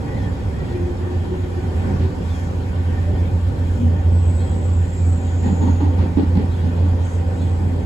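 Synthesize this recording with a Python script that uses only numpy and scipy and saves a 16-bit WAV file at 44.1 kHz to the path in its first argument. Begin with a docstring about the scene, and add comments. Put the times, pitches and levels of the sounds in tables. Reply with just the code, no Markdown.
"""An electric train makes its car body boom on one low note, heard inside the cab at a steady pace.
The boom is a sine with weak overtones; rumble, roar and hiss of the wheels are filtered noise.
A motor whine, made of a roughened tone, comes and goes over two steady, wavering machine tones.
Blows and rebounds at rail joints thud, ring and knock as short bursts of noise and decaying sines.
Wheel flanges moan and sing as wandering tones, wheels scrape, and a fitting creaks in short sines."""
import sys
import numpy as np
from scipy import signal
from scipy.fft import rfft, irfft
from scipy.io import wavfile
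from scipy.ndimage import uniform_filter1d

SR = 44100
rng = np.random.default_rng(int(sys.argv[2]) if len(sys.argv) > 2 else 0)


def master(y):
    """Save y as 16-bit WAV."""
    cut = np.clip(np.atleast_2d(y).T, -1, 1)
    pcm = np.round(cut * 32767)  # scale
    wavfile.write(sys.argv[1], SR, pcm.astype(np.int16))


N = 346185
TIME = np.arange(N) / SR
FREQ = np.maximum(np.fft.rfftfreq(N, 1 / SR), 1)

# ringing notes of the bogie, the wheel frame under the car: centre_hz, width_hz, level_db
BOGIE_MODES = [(138.4, 33, 3.5), (195.5, 28, 4.5), (239, 27, -7), (277, 25, 2), (413, 41, -3),
               (544, 220, -2.5)]
# relative spectrum of a steel clack heard through the floor: frequency_hz, level_db (per Hz)
CLACK_SPECTRUM = [(400, -12), (1200, 0), (2500, -3), (4400, -7), (6000, -20), (9000, -40), (16000, -65)]


def undb(db):
    """Turn decibels into gain."""
    return 10 ** (np.asarray(db) / 20)


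def unit(x):
    """Scale a sound to an rms (average strength) of 1."""
    return x / np.sqrt(np.mean(x ** 2) + 1e-24)


def curves(table):
    """Join each column of a table by straight lines in time; the first column is seconds."""
    seconds, *columns = np.transpose(table)
    return [np.interp(TIME, seconds, column) for column in columns]


def lasting(table):
    """Give 1 between the first and last rows of a curve, else 0."""
    return (TIME > table[0][0]) & (TIME < table[-1][0])


def swell(start, length):
    """Rise and fall once, from 0 to 1 and back, along half a sine."""
    return np.sin(np.pi * np.clip((TIME - start) / length, 0, 1))


def walk(rate):
    """Wander smoothly at random with a spread near 1, with `rate` new targets a second."""
    knots = rng.standard_normal(int(N / SR * rate) + 2)
    path = np.interp(TIME * rate, np.arange(len(knots)), knots)
    return 1.06 * uniform_filter1d(path, int(SR / rate / 2) + 1)


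def turns(hz):
    """Add up a changing pitch in Hz into the phase of a wave, in radians."""
    return 2 * np.pi * np.cumsum(hz) / SR


def colour(points):
    """Gain at every frequency, drawn through (Hz, dB) points."""
    hz, db = np.transpose(points)
    return undb(np.interp(np.log(FREQ), np.log(hz), db))


def resonance(hz, width):
    """Response of one ringing mode, with gain 1 at its centre."""
    return 1 / (1 + 1j * (FREQ ** 2 - hz ** 2) / (FREQ * width))


def modes(table):
    """Add the responses of several ringing modes."""
    return sum(undb(db) * resonance(hz, width) for hz, width, db in table)


def through(x, response):
    """Filter a sound by a frequency response."""
    return irfft(rfft(x) * response, N)


def jitter(width_hz):
    """Random amplitude and phase of a resonance driven by roughness: slow complex noise."""
    a, b = through(rng.standard_normal((2, N)), 1 / (1 + 1j * FREQ / width_hz) ** 2)
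    return unit(a) + 1j * unit(b)


def pan(left_db):
    """Gains of the two channels for a left-minus-right level in dB."""
    return undb(np.array([[left_db], [-left_db]]) / 2)


def field(response):
    """Filtered noise at both ears: alike in the bass, diffuse in the middle, mostly one wave at the top."""
    # width of the sound: frequency_hz, side_minus_mid_db
    width_curve = [(30, -25), (60, -19), (110, -26), (200, -9.5), (380, -4.5), (700, -3), (1290, 2.5),
                   (2380, 0), (4400, 0), (7000, -0.5), (11000, 7)]
    # lean of the sound to one side: frequency_hz, left_minus_right_db
    lean_curve = [(60, -2), (110, -3), (200, -1.5), (380, 0.5), (700, 1), (1290, 0), (2380, 1), (4400, 1),
                  (8120, -1), (15000, 2.5)]
    direct_from_hz, direct_share, ear_lag_s = 6400, 0.93, 0.000222
    mid, side = rng.standard_normal((2, 2 * len(FREQ))).view(complex)
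    side = side * colour(width_curve)
    left, right = mid + side, mid - side
    # at the top, the left is mostly the right turned upside down and late
    top = FREQ > direct_from_hz
    late = -right[top] * np.exp(-2j * np.pi * FREQ[top] * ear_lag_s)
    left[top] = np.sqrt(1 - direct_share) * left[top] + np.sqrt(direct_share) * late
    lean = np.sqrt(colour(lean_curve))
    return unit(irfft(np.array([left * lean, right / lean]) * response, N))


def boom(waver_db=0.25, wander_hz=0.14, beat_wander_hz=0.62):
    """Running gear drives the lowest resonance of the car; a weaker second shaft beats against it."""
    # how hard the running gear drives the car body: time_s, level_db
    drive = [(0.0, -26), (0.3, -34), (0.53, -34), (0.7, -29), (0.85, -22), (0.93, -37), (1.2, -18),
             (1.29, -32), (1.46, -22), (1.58, -30), (1.66, -25.5), (1.94, -22.5), (2.03, -17.5),
             (2.12, -25.5), (3.45, -17.5), (3.52, -27.5), (3.71, -14.5), (3.78, -26), (3.87, -11.5),
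             (4.0, -20.5), (4.09, -12), (4.57, -20), (4.79, -14), (4.94, -25), (5.03, -15), (5.12, -14.5),
             (5.21, -22), (5.3, -17.5), (5.62, -16.5), (6.05, -15.5), (6.14, -25), (6.19, -16), (6.24, -29),
             (6.28, -15), (6.45, -18.5), (6.75, -20), (6.84, -13), (7.05, -19.5), (7.3, -20.5),
             (7.65, -18.5), (7.85, -21)]
    boom_hz, beat_hz, beat_db = 87.34, 95.57, -34
    throb_hz, throb_width_hz = 83.24, 7.3
    throb_db, throb_fade_db_per_s = -34, 0.8
    db, = curves(drive)
    phase = turns(boom_hz + wander_hz * walk(5.6))
    # weak overtones waver at two and three times the note
    octave = undb(-23 + 3 * walk(9)) * np.sin(2 * phase)
    third = undb(-24 + 3 * walk(9)) * np.sin(3 * phase)
    note = undb(db + waver_db * walk(19)) * (np.sin(phase) + octave + third)
    beat = undb(beat_db) * np.sin(turns(beat_hz + beat_wander_hz * walk(2.793)))
    # rough rail rings nearly the same note unevenly, less so as the train runs in
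    fade = undb(throb_db - throb_fade_db_per_s * TIME)
    throb = fade * field(resonance(throb_hz, throb_width_hz) ** 2)
    return np.sqrt(2) * (note + beat) * pan(-1.6) + throb


def shimmer(x, depth_db=1.0, grain_db=2.0, size=1024):
    """The hiss flickers at random: slowly in broad bands, faster and finer in narrow ones."""
    # cut the sound into small cells of frequency and time
    cells = signal.stft(x, nperseg=size)[2]
    broad, fine = rng.standard_normal((2,) + cells.shape[1:])
    broad = uniform_filter1d(uniform_filter1d(broad, size=19, axis=0), size=6, axis=1)
    fine = uniform_filter1d(uniform_filter1d(fine, size=2, axis=0), size=4, axis=1)
    gain = undb(depth_db * unit(broad) + grain_db * unit(fine))
    return unit(signal.istft(cells * gain)[1][:, :N])


def rolling(rumble_db=1.5, flicker_db=1.24, sway_db=0.33):
    """Rough rails shake the floor, roar in the body and hiss through the panels."""
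    # relative spectra of the three noises: frequency_hz, level_db (per Hz)
    rumble_spectrum = [(18, -27), (27, -17), (38, 3), (50, 7), (70, 14), (86, 10.5), (105, 7.5), (135, -8),
                       (220, -66.5)]
    roar_spectrum = [(20, -8), (60, -0.5), (105, 7), (135, 2), (175, 1.5), (205, -3.5), (260, -1.5),
                     (330, -9.5), (400, -7), (520, -11.5), (680, -19), (900, -18.5), (1200, -35),
                     (2500, -72)]
    hiss_spectrum = [(400, -2.5), (900, 5.5), (1300, 1.5), (2000, 0), (2800, -5), (4000, -8.5), (5200, -11),
                     (6200, -14.5), (7800, -12.5), (9400, -24.5), (11000, -21), (13000, -37), (16000, -39)]
    # panel and wheel resonances that colour roar and hiss: centre_hz, width_hz, boost_db
    panel_modes = [(175, 18, 3.5), (243, 59, 4.5), (289.4, 9.9, 4), (355.7, 13.3, 5.5), (510, 52, 5.5),
                   (588, 8.2, 8), (770, 41, 8.5), (914, 30, 4.5), (980, 21, 4), (1487, 68, 6),
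                   (1800, 47, 6), (2467, 45, 5), (3230, 160, 5)]
    # roughness of the track: time_s, rumble_level_db (before rumble_db is added)
    track = [(0, -31), (0.35, -24.5), (1.35, -31), (2.05, -26), (2.5, -30), (3.1, -27.5), (3.65, -24.5),
             (5.2, -31), (5.9, -26), (6.6, -31), (7.4, -29.5), (7.85, -28.5)]
    # rougher or smoother rail: start_s, length_s, roar_change_db, hiss_change_db (at the middle)
    stretches = [(0, 0.31, 2, 0), (1.696, 0.4, 1.5, 1.5), (2.196, 0.27, -1, 1.5), (3.6, .7, 0.5, -1),
                 (4.428, 1, -1.5, -1)]
    # the hiss fades slowly as the train runs in
    roar_db, hiss_db, hiss_fade_db_per_s = -26, -40.5, 0.09

    deep, = curves(track)
    body = roar_db
    rail = hiss_db - hiss_fade_db_per_s * TIME
    for start, length, roar_change, hiss_change in stretches:
        body = body + roar_change * swell(start, length)
        rail = rail + hiss_change * swell(start, length)
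    panels = 1
    for hz, width, db in panel_modes:
        panels = panels * (1 + (undb(db) - 1) * abs(resonance(hz, width)) ** 2)
    sway = sway_db * walk(4.03)
    rumble = field(colour(rumble_spectrum)) * undb(deep + rumble_db)
    roar = field(colour(roar_spectrum) * panels) * undb(body + sway + flicker_db * walk(14))
    hiss = shimmer(field(colour(hiss_spectrum) * panels)) * undb(rail + sway)
    return rumble + roar + hiss


def tone(hz, wander_hz, waver_db):
    """A machine tone wanders a little and reaches each ear with its own phase."""
    phase = turns(hz + wander_hz * walk(25))
    ear_phase = rng.uniform(-0.86, 0.95, (2, 1))
    return np.sqrt(2) * undb(waver_db * walk(14)) * np.sin(phase + ear_phase)


def motors(rough=0.76, width_hz=24):
    """Electrical gear hums steady tones, and slow noise roughens the gliding traction whine."""
    # steady tones of the electrical gear: pitch_hz, level_db
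    gear_tones = [(759, -63.5), (1136, -61.5)]
    # the traction whine: time_s, pitch_hz, level_db (before roughness and panning)
    whine_curve = [(.58, 378, -48), (.7, 360, -31.5), (.81, 349, -28), (.98, 356, -32), (1.22, 358, -36),
                   (1.32, 363, -27), (1.5, 360, -38), (1.65, 359, -32), (1.82, 380, -38), (2.06, 377, -32),
                   (2.2, 378, -43)]
    hz, db = curves(whine_curve)
    carrier = np.exp(1j * turns(hz))
    ear_phase = np.exp(0.8j * np.array([[0], [1]]))
    whine = (carrier * (1 + rough * jitter(width_hz)) * ear_phase).real
    whine = whine * undb(db) * lasting(whine_curve) * pan(5.2)
    return whine + sum(undb(db) * tone(hz, wander_hz=2.78, waver_db=5.0) for hz, db in gear_tones)


def scrapes():
    """Wheels rub briefly on the rail, each time in one resonance that may glide."""
    # start_s, length_s, middle_hz, glide_hz_per_s, width_hz, level_db (at the middle, before flicker)
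    rubs = [(0, 0.37, 1960, -500, 400, -47), (.95, 0.34, 1785, 0, 150, -48.5),
            (2.197, 0.38, 5900, 0, 2900, -53.5), (3.05, 0.14, 608, 400, 39, -36.5),
            (3.153, 0.17, 2260, 1500, 390, -48.5), (3.599, 0.36, 7000, 0, 3500, -56),
            (3.74, 0.18, 240, 2, 11.4, -23.5), (6.984, 0.22, 6460, 0, 1100, -54),
            (6.991, 0.26, 7900, 0, 930, -54), (7.15, 0.64, 7800, 0, 1000, -56.5),
            (7.317, 0.25, 6640, -300, 170, -61)]
    out = np.zeros((2, N))
    for start, length, hz, glide, width, db in rubs:
        on = (TIME > start) & (TIME < start + length)
        # the complex form of the noise lets its pitch be bent
        rub = signal.hilbert(field(resonance(hz, width) ** 2)[:, on])
        bend = np.exp(1j * np.pi * glide * (TIME[on] - start - length / 2) ** 2)
        out[:, on] += undb(db) * swell(start, length)[on] * unit((rub * bend).real)
    return out * undb(walk(60))


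def squeal(table, width_hz, ear_phase, octave_db, wander_hz=36, flutter_db=0.9, diffuse=0.35):
    """Flange friction feeds a wheel mode: a wandering tone breaks into grit and scatters round the cab."""
    hz, db, pure = curves(table)
    pure = np.clip(pure, 0, 1)
    phase = turns(hz + wander_hz * walk(45)) + ear_phase * np.array([[1], [0]])
    direct = np.sqrt(2 * pure) + np.sqrt(1 - pure) * jitter(width_hz)
    # the scattered part has opposite signs at the two ears
    scattered = diffuse * jitter(width_hz) * np.array([[1], [-1]])
    ears = ((direct + scattered) * np.exp(1j * phase)).real
    octave = undb(octave_db) * (np.exp(2j * phase) * jitter(3 * width_hz)).real
    return (ears + octave) * undb(db + flutter_db * walk(40)) * lasting(table)


def flanges():
    """Flanges excite wheel modes: low moans, then two sinking whistles, the lower taking over."""
    # all three: time_s, pitch_hz, level_db (before scatter and flutter), pure_share (0 to 1)
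    # three wavering moans of a lower wheel mode, one table each
    moan_curves = [
        [(.06, 1913, -51, .8), (.1, 1936, -47, 0.9), (.18, 1950, -46, .8), (.205, 1835, -51, .6),
         (.3, 1770, -46, .6)],
        [(.54, 1850, -55, .7), (.6, 1950, -46, 0.6), (.67, 1865, -52, 0.5), (.76, 1920, -49, .7),
         (.83, 1870, -58, .6)],
        [(2.89, 1894, -58, .7), (2.93, 1860, -48, .8), (2.99, 1804, -48, .8), (3.05, 1810, -52, .6),
         (3.11, 1800, -58, .5), (3.17, 1850, -51, .7), (3.24, 1810, -57, .6)],
    ]
    # two higher wheel modes
    high_curve = [(4.06, 7940, -64, .2), (4.17, 7880, -53, 0.1), (4.36, 7820, -49.5, .1),
                  (4.55, 7740, -51, .1), (4.7, 7680, -50.5, 0.2), (4.89, 7640, -54, .2),
                  (4.97, 7570, -47, 0.8), (5.12, 7700, -47.5, .6), (5.24, 7620, -54, .4),
                  (5.54, 7560, -54.5, 0.7), (5.7, 7490, -65, .2)]
    low_curve = [(4.2, 7050, -64, .2), (4.36, 6930, -60, .3), (4.85, 6830, -60, 0.37),
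                 (5.25, 6860, -54, 0.12), (5.5, 6860, -51.5, 0.22), (5.72, 6710, -52, .1),
                 (5.86, 6700, -60, 0.19), (6.0, 6850, -72, .2)]
    out = squeal(high_curve, width_hz=135, ear_phase=-1.2, octave_db=-20)
    out = out + squeal(low_curve, width_hz=200, ear_phase=0.05, octave_db=-46)
    for moan in moan_curves:
        out = out + squeal(moan, width_hz=48, ear_phase=1.6, octave_db=-30, wander_hz=6.7)
    return out


def cab(x, t60_s=0.34, wet_db=-2):
    """The cab adds a short, diffuse ring: fading noise that drops 60 dB in t60_s."""
    tail = rng.standard_normal((2, SR // 2)) * np.exp(-np.log(1000) * TIME[:SR // 2] / t60_s)
    tail = tail / np.linalg.norm(tail, axis=1, keepdims=True)
    return x + undb(wet_db) * signal.fftconvolve(x, tail, axes=1)[:, :N]


def creaks(unsteady_hz=34, vary_db=4.0, detune_hz=18):
    """A fitting sticks and slips through the same short tones, varying in force and pitch."""
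    # strokes of the fitting: start_s, level_db (before the random force)
    strokes = [(.125, -53.5), (2.246, -52), (3.121, -58), (4.367, -51.5), (5.24, -56), (6.486, -53),
               (7.36, -56)]
    # resonances caught within one stroke: delay_s, length_s, pitch_hz, relative_level_db
    steps = [(0, 0.065, 3780, -4.5), (.02, .06, 4100, -8), (.03, .04, 4385, -12), (.02, .06, 3205, -6),
             (.043, 0.044, 3490, -1.5), (.085, .065, 3255, -2)]
    out = np.zeros(N)
    for delay, length, hz, step_db in steps:
        phase = turns(hz + unsteady_hz * walk(140))
        chances = rng.uniform(-1, 1, (len(strokes), 2))
        for (start, db), (force, bend) in zip(strokes, chances):
            on = (TIME > start + delay) & (TIME < start + delay + length)
            age = TIME[on] - start - delay
            sound = np.sin(phase[on] + 2 * np.pi * detune_hz * bend * age)
            level = undb(db + step_db + vary_db * force)
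            out[on] += level * sound * np.sin(np.pi * age / length)
    return cab(np.sqrt(2) * out * pan(1.6))


def muffle(corner_hz):
    """The car floor passes what lies below a corner and cuts the rest steeply."""
    ratio = FREQ / corner_hz
    return 1 / (1 + 1j * np.sqrt(2) * ratio - ratio ** 2) ** 2


def joints(rise_s=0.006, swell_s=0.0077, thud_decay_s=0.028, ring_decay_s=0.053,
           clack_decay_s=0.048, focus_hz=210, ring_focus_hz=170):
    """Each blow or rebound at a joint chatters: the bogie thuds, the wheel rings, the steel clacks."""
    # blows and weaker rebounds at the joints:
    # start_s, thud_db (before panning), thud_hz, chatter_s, ring_db, ring_hz, clack_db
    blows = [(1.857, -27, 150.7, 0.11, -64, 840, -53), (1.996, -25.5, 150, 0.054, -60, 830, -46),
             (5.436, -24, 220, 0.048, -33, 800, -44.5), (5.497, -23, 195, 0.032, -47, 910, -59),
             (5.613, -20.5, 244, 0.043, -35, 900, -47), (5.671, -25, 231, 0.027, -35.5, 870, -49.5),
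             (5.803, -23.5, 285, 0.058, -35.5, 890, -47), (5.983, -24.5, 248, 0.045, -37, 905, -43),
             (6.171, -17, 249, 0.032, -35, 820, -45.5), (6.225, -40, 267, 0.0071, -43, 800, -54),
             (6.355, -20, 202, 0.066, -39, 804, -46.5), (6.635, -24.5, 197, 0.06, -48, 860, -56),
             (6.82, -27, 217, 0.041, -50, 840, -62), (7.411, -26.5, 195, 0.084, -49, 850, -51),
             (7.6, -26.5, 188, 0.076, -46, 850, -66)]
    # ringing notes of the wheel: centre_hz, width_hz, level_db
    wheel_modes = [(590, 77, -26), (806, 81, -3.5), (900, 90, -5), (1120, 140, -10.5), (1387, 84, -10.5),
                   (1872, 67, 3)]
    out = np.zeros((2, N))
    bogie = rfft(field(modes(BOGIE_MODES) * muffle(540)))
    wheel = rfft(field(modes(wheel_modes) * muffle(2800)))
    clack = field(colour(CLACK_SPECTRUM))
    for start, thud_db, thud_hz, hold_s, ring_db, ring_hz, clack_db in blows:
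        age = TIME - start
        # the fade begins once the chatter is over
        after = np.clip(age - hold_s, 0, 1)
        body = irfft(bogie * resonance(thud_hz, focus_hz) ** 2, N)
        thud = body * np.clip(age / rise_s, 0, 1) * np.exp(-after / thud_decay_s)
        # the thud level is set over its first 60 ms
        early = (age > 0) & (age < 0.06)
        out += undb(thud_db) * thud / np.std(thud[:, early]) * pan(-1)
        # the wheel already grinds on the worn rail end just before the thud
        grind = np.clip(age / swell_s + 0.5, 0, 1)
        ring = unit(irfft(wheel * resonance(ring_hz, ring_focus_hz), N))
        out += undb(ring_db) * ring * (grind * np.exp(-after / ring_decay_s))
        out += undb(clack_db) * clack * (grind * np.exp(-after / clack_decay_s))
    return out


def knocks(push_s=0.0027, decay_s=0.0058, steel_hz=830, steel_db=-22, steel_decay_s=0.008,
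           bogie_db=-17, crack_db=-28, crack_decay_s=0.004):
    """A wheel hits a rail end: a short round ring with a steel tick and crack; the frame rings on faintly."""
    # hard knocks and their rebounds: start_s, level_db (before panning), pitch_hz
    hits = [(5.459, -9.5, 222), (5.614, -15, 215), (5.628, -14, 239), (5.694, -19, 250), (5.806, -18, 295),
            (5.829, -16, 280), (6.170, -11, 254), (6.184, -14, 240), (6.196, -10.5, 267),
            (6.232, -13.5, 250), (6.354, -11, 190), (6.372, -9, 201), (6.396, -10.5, 195)]
    out, crack = np.zeros((2, N))
    for start, db, hz in hits:
        on = (TIME > start) & (TIME < start + 0.1)
        age = TIME[on] - start
        shape = (1 - np.exp(-(age / push_s) ** 2)) * np.exp(-age / decay_s)
        ring = shape / shape.max() * np.sin(2 * np.pi * hz * age)
        tick = undb(steel_db) * np.exp(-age / steel_decay_s) * np.sin(2 * np.pi * steel_hz * age)
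        out[on] += undb(db) * (ring + tick)
        crack[on] += undb(db + crack_db) * np.exp(-age / crack_decay_s)
    frame = undb(bogie_db) * through(out, modes(BOGIE_MODES))
    return (out + frame) * pan(-1) + crack * field(colour(CLACK_SPECTRUM))


def scene():
    """Add up everything heard in the cab."""
    return boom() + rolling() + motors() + scrapes() + flanges() + creaks() + joints() + knocks()


def record(dry, top_hz=15800):
    """A steep low-pass filter cuts the sound above top_hz."""
    low_pass = signal.ellip(8, 0.2, 70, top_hz, fs=SR, output="sos")
    return signal.sosfilt(low_pass, dry)


dry = scene()
out = record(dry)
master(out)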